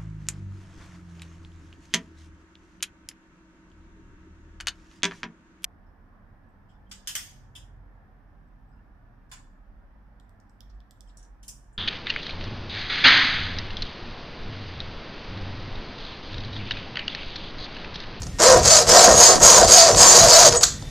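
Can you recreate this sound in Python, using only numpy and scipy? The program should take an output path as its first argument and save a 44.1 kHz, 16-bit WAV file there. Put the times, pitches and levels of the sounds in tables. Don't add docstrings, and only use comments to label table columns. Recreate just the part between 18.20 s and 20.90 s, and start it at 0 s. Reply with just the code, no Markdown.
import sys
import numpy as np
from scipy import signal
from scipy.fft import rfft, irfft, next_fast_len
from scipy.io import wavfile

SR = 44100
rng = np.random.default_rng(int(sys.argv[2]) if len(sys.argv) > 2 else 0)


def file_out(sig):
    cols = np.atleast_2d(sig).T
    lim = np.clip(cols, -1, 1)
    pcm = np.round(lim * 32767).astype(np.int16)
    wavfile.write(sys.argv[1], SR, pcm)


def volts_from_decibels(level):
    exponent = np.asarray(level, float) / 20
    return 10 ** exponent


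N = 119070

# (frequency [Hz], level [dB])
HUM_SPECTRUM = [(12, -30), (20, -3), (72, 3.5), (147, -33), (235, -14.5), (865, -25), (6720, -27),
                (13800, -43), (15000, -68)]
HUM_DB, WHINE_HZ, WHINE_DB = -40, 1851, -60

# (time [s], peak [dB])
BENCH_THUDS = [(0.028, -41), (0.209, -52), (0.361, -15), (0.469, -17.5), (0.719, -22), (0.949, -13.5),
               (1.229, -19), (1.459, -17.5), (1.769, -13), (2.049, -14), (2.299, -20.5), (2.519, -43.5)]
THUD_S, THUD_CUT_HZ, SHAKE_DB = 0.051, 157, -36.5

# (start [s], blade hiss [dB], frame drive [dB], top tooth rate [Hz], drag left at turn [dB])
STROKES = [
    (.186, -12, -9.5, 520.3, -36.5),
    (0.426, -11, -17, 637.8, -19.5),
    (.662, -10.5, -11.5, 758, -21.5),
    (0.954, -10, -14, 882, -9.5),
    (1.195, -8, -13, 962, -28.5),
    (1.469, -9.5, -12.5, 706.2, -15.5),
    (1.752, -9, -15, 1078, -25),
    (1.975, -12, -16, 668.1, 2.5),
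    (2.085, -8.5, -12.5, 679.4, -3),
    (2.295, -24.5, -20.5, 477.5, -6.5),
]
LAST_END_S, LAST_DRAG_DB = 2.40, -34.5
SPEED_SHAPE, SPEED_SKEW, HISS_SKEW = 0.6, 0.9, 0.74
HISS_POWER = 2.71
LOOSE_ABOVE_HZ, LOOSE_GAIN, SLOW_LOOSENESS = 750, 1.8, 1.5
TOOTH_JITTER, TOOTH_SPREAD_DB, RATE_WOBBLE = 0.095, 2.0, 0.045
CHIPS_PER_TOOTH, CHIP_SPREAD_DB, GATE_DEPTH, SURGE_DB = 4.0, 2, 0.39, 1.5

# (frequency [Hz], width [Hz], level [dB])
FRAME_MODES = [(188, 39, -8), (372, 38, -1.5), (415, 52, -4), (492, 30, 4), (594.3, 28, 2), (661, 34, 1.5),
               (723.5, 20.8, 0), (761, 10, -1), (971.4, 61, -6), (1088, 34, -6), (1257, 110, -10.5),
               (1589, 130, -14.5), (1860, 29, -11.5)]
# (frequency [Hz], width [Hz], level [dB])
BLADE_MODES = [(3300, 250, -19), (4063, 23.5, -2), (4672, 360, -2), (5130, 144, -1.5), (5230, 86, -12.5),
               (6010, 75, 2), (6603, 316, 4), (6637, 94, -2.5), (6840, 250, -3), (7290, 297, -3.5),
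               (7740, 900, -12.5), (8260, 100, -17.5), (11340, 690, -30.5)]
BLADE_CUT_HZ, PATCH_DB = 10930, 3
# (frequency [Hz], level per Hz [dB])
RASP_SPECTRUM = [(470, -17), (800, 2), (2800, -9), (4700, -5.5), (5660, 3.5), (6570, -5), (9410, -29.5),
                 (13600, -26), (15400, -51)]
RASP_DB, RASP_FOLLOWS = -4.5, 0.31
# (time [s], peak [dB], decay length [s])
SNAGS = [(0.019, -27.5, 0.0036), (0.0316, -28.5, 0.0048), (0.067, -35, 0.0064), (.186, -31, 0.0026),
         (.191, -21.5, .003), (.201, -17, .004), (1.7472, -10, 0.0027), (1.96, -10, .002),
         (2.085, -10, .003), (2.281, -23, .003), (2.325, -13.5, 0.0035), (2.3504, -16, 0.0029),
         (2.409, -20, 0.006), (2.417, -27, 0.036), (2.624, -32, 0.0027), (2.6905, -51, 0.003)]
SNAG_TRIM_DB, SNAG_CUT_HZ, SNAG_FRAME_DB = 1, 10000, -8

# (frequency [Hz], level [dB], T60 [s])
PING_PARTIALS = [(6350, -12, 0.34), (6826, 0, 0.095), (7830, -2.5, 0.11), (7908, -23.5, 0.12),
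                 (8370, -3, 0.087), (8500, -13, 0.047)]
PING_S, PING_DB, PING_RISE_S = 2.3675, -14, 0.0019

# (frequency [Hz], width [Hz], level [dB])
FREED_MODES = [(1390, 420, -2), (1830, 180, -4), (3340, 29, -4), (3830, 69, -6), (4400, 1170, 2.5),
               (5270, 410, 5), (6200, 1430, 5), (7750, 730, 5.5), (10930, 1400, -42)]
BREAK_S, BREAK_LENGTH_S, BREAK_DB = 2.431, 0.011, -9
BREAK_TAIL_DB, BREAK_T60_S = -17, 0.31
# (frequency [Hz], level [dB], T60 [s])
AFTER_PARTIALS = [(3580, -41, .9), (4020, -43, .6), (1990, -46, .7), (7700, -40, .4), (4500, -44, .5)]

GARAGE_T60_S, WET_DB, WALL_CUT_HZ = 0.38, -21, 5300

LIMIT_DB, LIMIT_SHARE, LIMIT_S = -7.5, 0.74, 0.018
CUTOFF_HZ, CEILING, KNEE = 14000, 1.0, 18
# (frequency [Hz], share of cells replaced [0-1])
TREBLE_FILL = [(4000, 0.0072), (5000, .06), (6500, 0.3), (8000, .55), (11000, 0.47), (13500, 0.68),
               (14200, 0.29)]
FILL_BAND_HZ, STEADY_DB, TONAL_CREST = 700, 6, 9
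TOP_HZ, TOP_SHARE, TOP_DB = 14300, 0.25, -18


def rms_one(x):
    return x / np.sqrt(np.mean(x ** 2) + 1e-20)


def drift(rate_hz):
    r = np.exp(-2 * np.pi * rate_hz / SR)
    return rms_one(signal.lfilter([1], [1, -2 * r, r * r], rng.standard_normal(N + SR))[SR:])


def lowpass(x, order, cut_hz):
    return signal.sosfilt(signal.butter(order, cut_hz, fs=SR, output="sos"), x)


def coloured(x, spectrum):
    hz, db = np.transpose(spectrum)
    f = np.maximum(np.fft.rfftfreq(N, 1 / SR), 1)
    return irfft(rfft(x) * volts_from_decibels(np.interp(np.log(f), np.log(hz), db)), N)


def resonances(x, modes, patch_db=0):
    out, signs = 0, rng.choice([-1, 1], (3, N))
    for k, (hz, width_hz, db) in enumerate(modes):
        r = np.exp(-np.pi * width_hz / SR)
        if patch_db:
            gain = signs[k % 3] * volts_from_decibels(db + patch_db * drift(8.4))
        else:
            gain = (-1) ** k * volts_from_decibels(db)
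        b = [(1 - r * r) / 2, 0, (r * r - 1) / 2]
        a = [1, -2 * r * np.cos(2 * np.pi * hz / SR), r * r]
        out = out + signal.lfilter(b, a, gain * x + 1e-18)
    return out


def struck(x, modes, patch_db=0):
    return resonances(x, modes, patch_db) / np.std(resonances(rng.standard_normal(N), modes))


def burst(start_s, db, length_s):
    t = np.arange(N) / SR - start_s
    return volts_from_decibels(db) * (t >= 0) * np.exp(-np.maximum(t, 0) / length_s)


def partials(start_s, table, flutter_db, flutter_hz):
    t = np.maximum(np.arange(N) / SR - start_s, 0)
    out = 0
    for hz, db, t60_s in table:
        level_db = db - 60 * t / t60_s + flutter_db * drift(flutter_hz)
        out = out + volts_from_decibels(level_db) * np.sin(2 * np.pi * hz * t)
    return out


def hum():
    whine = rms_one(resonances(rng.standard_normal(N), [(WHINE_HZ, 12, 0)]))
    return volts_from_decibels(HUM_DB) * rms_one(coloured(rng.standard_normal(N), HUM_SPECTRUM)) + volts_from_decibels(WHINE_DB) * whine


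def bench():
    t = np.arange(N) / SR
    lumps = sum(volts_from_decibels(db - 10.5) * np.exp(-((t - s) / THUD_S) ** 2) for s, db in BENCH_THUDS)
    band = signal.butter(2, [30, THUD_CUT_HZ], "band", fs=SR, output="sos")
    low = signal.sosfilt(band, rng.standard_normal(N + SR))[SR:]
    return (volts_from_decibels(SHAKE_DB) + lumps) * rms_one(low)


def snag_noise():
    return rng.standard_normal(N) * volts_from_decibels(SNAG_TRIM_DB) * sum(burst(*row) for row in SNAGS)


def motion():
    t, out = np.arange(N) / SR, np.zeros((4, N))
    following = [*STROKES[1:], (LAST_END_S, 0, 0, 0, LAST_DRAG_DB)]
    for (start_s, hiss_db, drive_db, tooth_hz, drag_db), (end_s, *_, next_db) in zip(STROKES, following):
        u = np.clip((t - start_s) / (end_s - start_s), 0, 1)
        speed = np.abs(np.sin(np.pi * u ** SPEED_SKEW)) ** SPEED_SHAPE
        rub = np.abs(np.sin(np.pi * u ** HISS_SKEW)) ** SPEED_SHAPE
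        rest = np.minimum(volts_from_decibels(drag_db + (next_db - drag_db) * u), 1)
        moving = rest + (1 - rest) * speed
        loose = (LOOSE_GAIN if tooth_hz > LOOSE_ABOVE_HZ else 1) * (1 + SLOW_LOOSENESS * (1 - speed))
        hiss = volts_from_decibels(hiss_db) * (rest + (1 - rest) * rub ** HISS_POWER)
        stroke = np.array([tooth_hz * moving, loose, hiss, volts_from_decibels(drive_db) * moving])
        out += (t >= start_s) * (t < end_s) * stroke
    return out


def frame_ring(phase, loose, drive):
    tooth = np.diff(np.floor(np.maximum.accumulate(phase)), prepend=0) > 0
    bites = tooth * volts_from_decibels(TOOTH_SPREAD_DB * loose * np.clip(rng.standard_normal(N), -3, 1.5))
    ring = resonances(bites * drive * volts_from_decibels(SURGE_DB * drift(28.5)), FRAME_MODES)
    return rms_one(ring) * np.sqrt(np.mean(drive ** 2))


def chip_push(phase, rate_hz, hiss):
    sizes = volts_from_decibels(CHIP_SPREAD_DB * np.minimum(rng.exponential(1, N), 5)) * rng.choice([-1, 1], N)
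    hits = rng.random(N) < CHIPS_PER_TOOTH * (rate_hz + 300) / SR
    chips = rms_one(sizes * hits) / np.sqrt(rate_hz / 700 + 0.34)
    gate = 1 + GATE_DEPTH * np.cos(2 * np.pi * phase)
    return chips * hiss * gate * volts_from_decibels(SURGE_DB * drift(26.7))


def friction_rasp(push, hiss, drive):
    follow = np.where(hiss > 0, (drive + 1e-9) / (hiss + 1e-9), 1) ** RASP_FOLLOWS
    unit = np.std(coloured(rng.standard_normal(N), RASP_SPECTRUM))
    return volts_from_decibels(RASP_DB) * coloured(push * follow, RASP_SPECTRUM) / unit


def saw():
    snags = snag_noise()
    rate_hz, loose, hiss, drive = motion()
    cycles = np.cumsum(rate_hz * (1 + RATE_WOBBLE * loose * drift(25))) / SR
    phase = cycles + TOOTH_JITTER * loose * drift(300)
    push = chip_push(phase, rate_hz, hiss) + lowpass(snags, 2, SNAG_CUT_HZ)
    blade = lowpass(struck(push, BLADE_MODES, PATCH_DB), 2, BLADE_CUT_HZ)
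    knock = volts_from_decibels(SNAG_FRAME_DB) * struck(snags, FRAME_MODES)
    return frame_ring(phase, loose, drive) + blade + friction_rasp(push, hiss, drive) + knock


def ping():
    t = np.maximum(np.arange(N) / SR - PING_S, 0)
    rise = 1 - np.exp(-(t / PING_RISE_S) ** 2)
    return rise * volts_from_decibels(PING_DB) * partials(PING_S, PING_PARTIALS, 3.0, 60)


def break_free():
    t = np.arange(N) / SR - BREAK_S
    rattle = volts_from_decibels(BREAK_DB) * (t > 0) * (t < BREAK_LENGTH_S) * np.clip(t / 0.0025, 0.3, 1)
    tail = burst(BREAK_S, BREAK_TAIL_DB, BREAK_T60_S / np.log(1000))
    return struck(rng.standard_normal(N) * (rattle + tail), FREED_MODES)


def after_ring():
    return partials(BREAK_S, AFTER_PARTIALS, 4.6, 30)


def garage(x):
    size = next_fast_len(N + SR)
    w = 2 * np.pi * np.fft.rfftfreq(size)
    dull = 1 / (1 + 1j * w * SR / (2 * np.pi * WALL_CUT_HZ))
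    out = 0
    for k, lag in enumerate((rng.uniform(0.012, 0.04, 10) * SR).astype(int)):
        loop = volts_from_decibels(-60 * lag / SR / GARAGE_T60_S) * dull ** 0.5 * np.exp(-1j * w * lag)
        out = out + (-1) ** k * loop / (1 - loop)
    return irfft(rfft(x, size) * out, size)[:N]


def scene():
    near = saw() + ping() + break_free() + after_ring()
    mono = near + volts_from_decibels(WET_DB) * garage(near) + bench() + hum()
    return np.array([mono, mono])


def levelled(x):
    r = np.exp(-1 / (LIMIT_S * SR))
    level_db = 10 * np.log10(signal.lfilter([1 - r], [1, -r], x[0] ** 2) + 1e-12)
    return x * volts_from_decibels(-LIMIT_SHARE * np.maximum(level_db - LIMIT_DB, 0))


def noise_fill(x):
    hz, _, z = signal.stft(x, SR, "cosine", nperseg=2048)
    band, frames = (hz // FILL_BAND_HZ).astype(int), z.shape[2]
    bands = band.max() + 1

    chance = rng.random((band.max() // 2 + 1, frames // 2 + 1))[band // 2][:, np.arange(frames) // 2]
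    chance = np.where(rng.random((bands, frames))[band] < 0.25, 1, chance)
    filled = chance < np.interp(hz, *np.transpose(TREBLE_FILL))[:, None]

    cell = np.abs(z[0]) ** 2
    power = np.array([np.mean(cell[band == b], axis=0) for b in range(bands)])[band]
    crest = np.array([np.max(cell[band == b], axis=0) for b in range(bands)])[band]
    filled &= crest < TONAL_CREST * power
    level_db = 10 * np.log10(power[hz > 4000].sum(axis=0) + 1e-20)
    step_db = np.abs(np.gradient(level_db))
    filled &= np.maximum(step_db, np.roll(step_db, 1)) < STEADY_DB

    noise = signal.stft(rng.standard_normal(x.shape), SR, "cosine", nperseg=2048)[2]
    z = np.where(filled, np.sqrt(power) * noise / np.sqrt(np.mean(np.abs(noise) ** 2)), z)
    loud = power[hz > TOP_HZ].sum(axis=0)
    z[:, hz > TOP_HZ] *= volts_from_decibels(TOP_DB) * (loud > np.quantile(loud, 1 - TOP_SHARE))
    return signal.istft(z, SR, "cosine", nperseg=2048)[1][:, :N]


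def top_cut(x):
    return signal.sosfilt(signal.butter(12, 15600, fs=SR, output="sos"), x)


def record(dry):
    x = lowpass(levelled(dry), 8, CUTOFF_HZ)
    squeezed = x / (1 + np.abs(x / CEILING) ** KNEE) ** (1 / KNEE)
    mix = np.clip(noise_fill(squeezed), -CEILING, CEILING)
    return top_cut(mix)


dry = scene()
out = record(dry)
file_out(out)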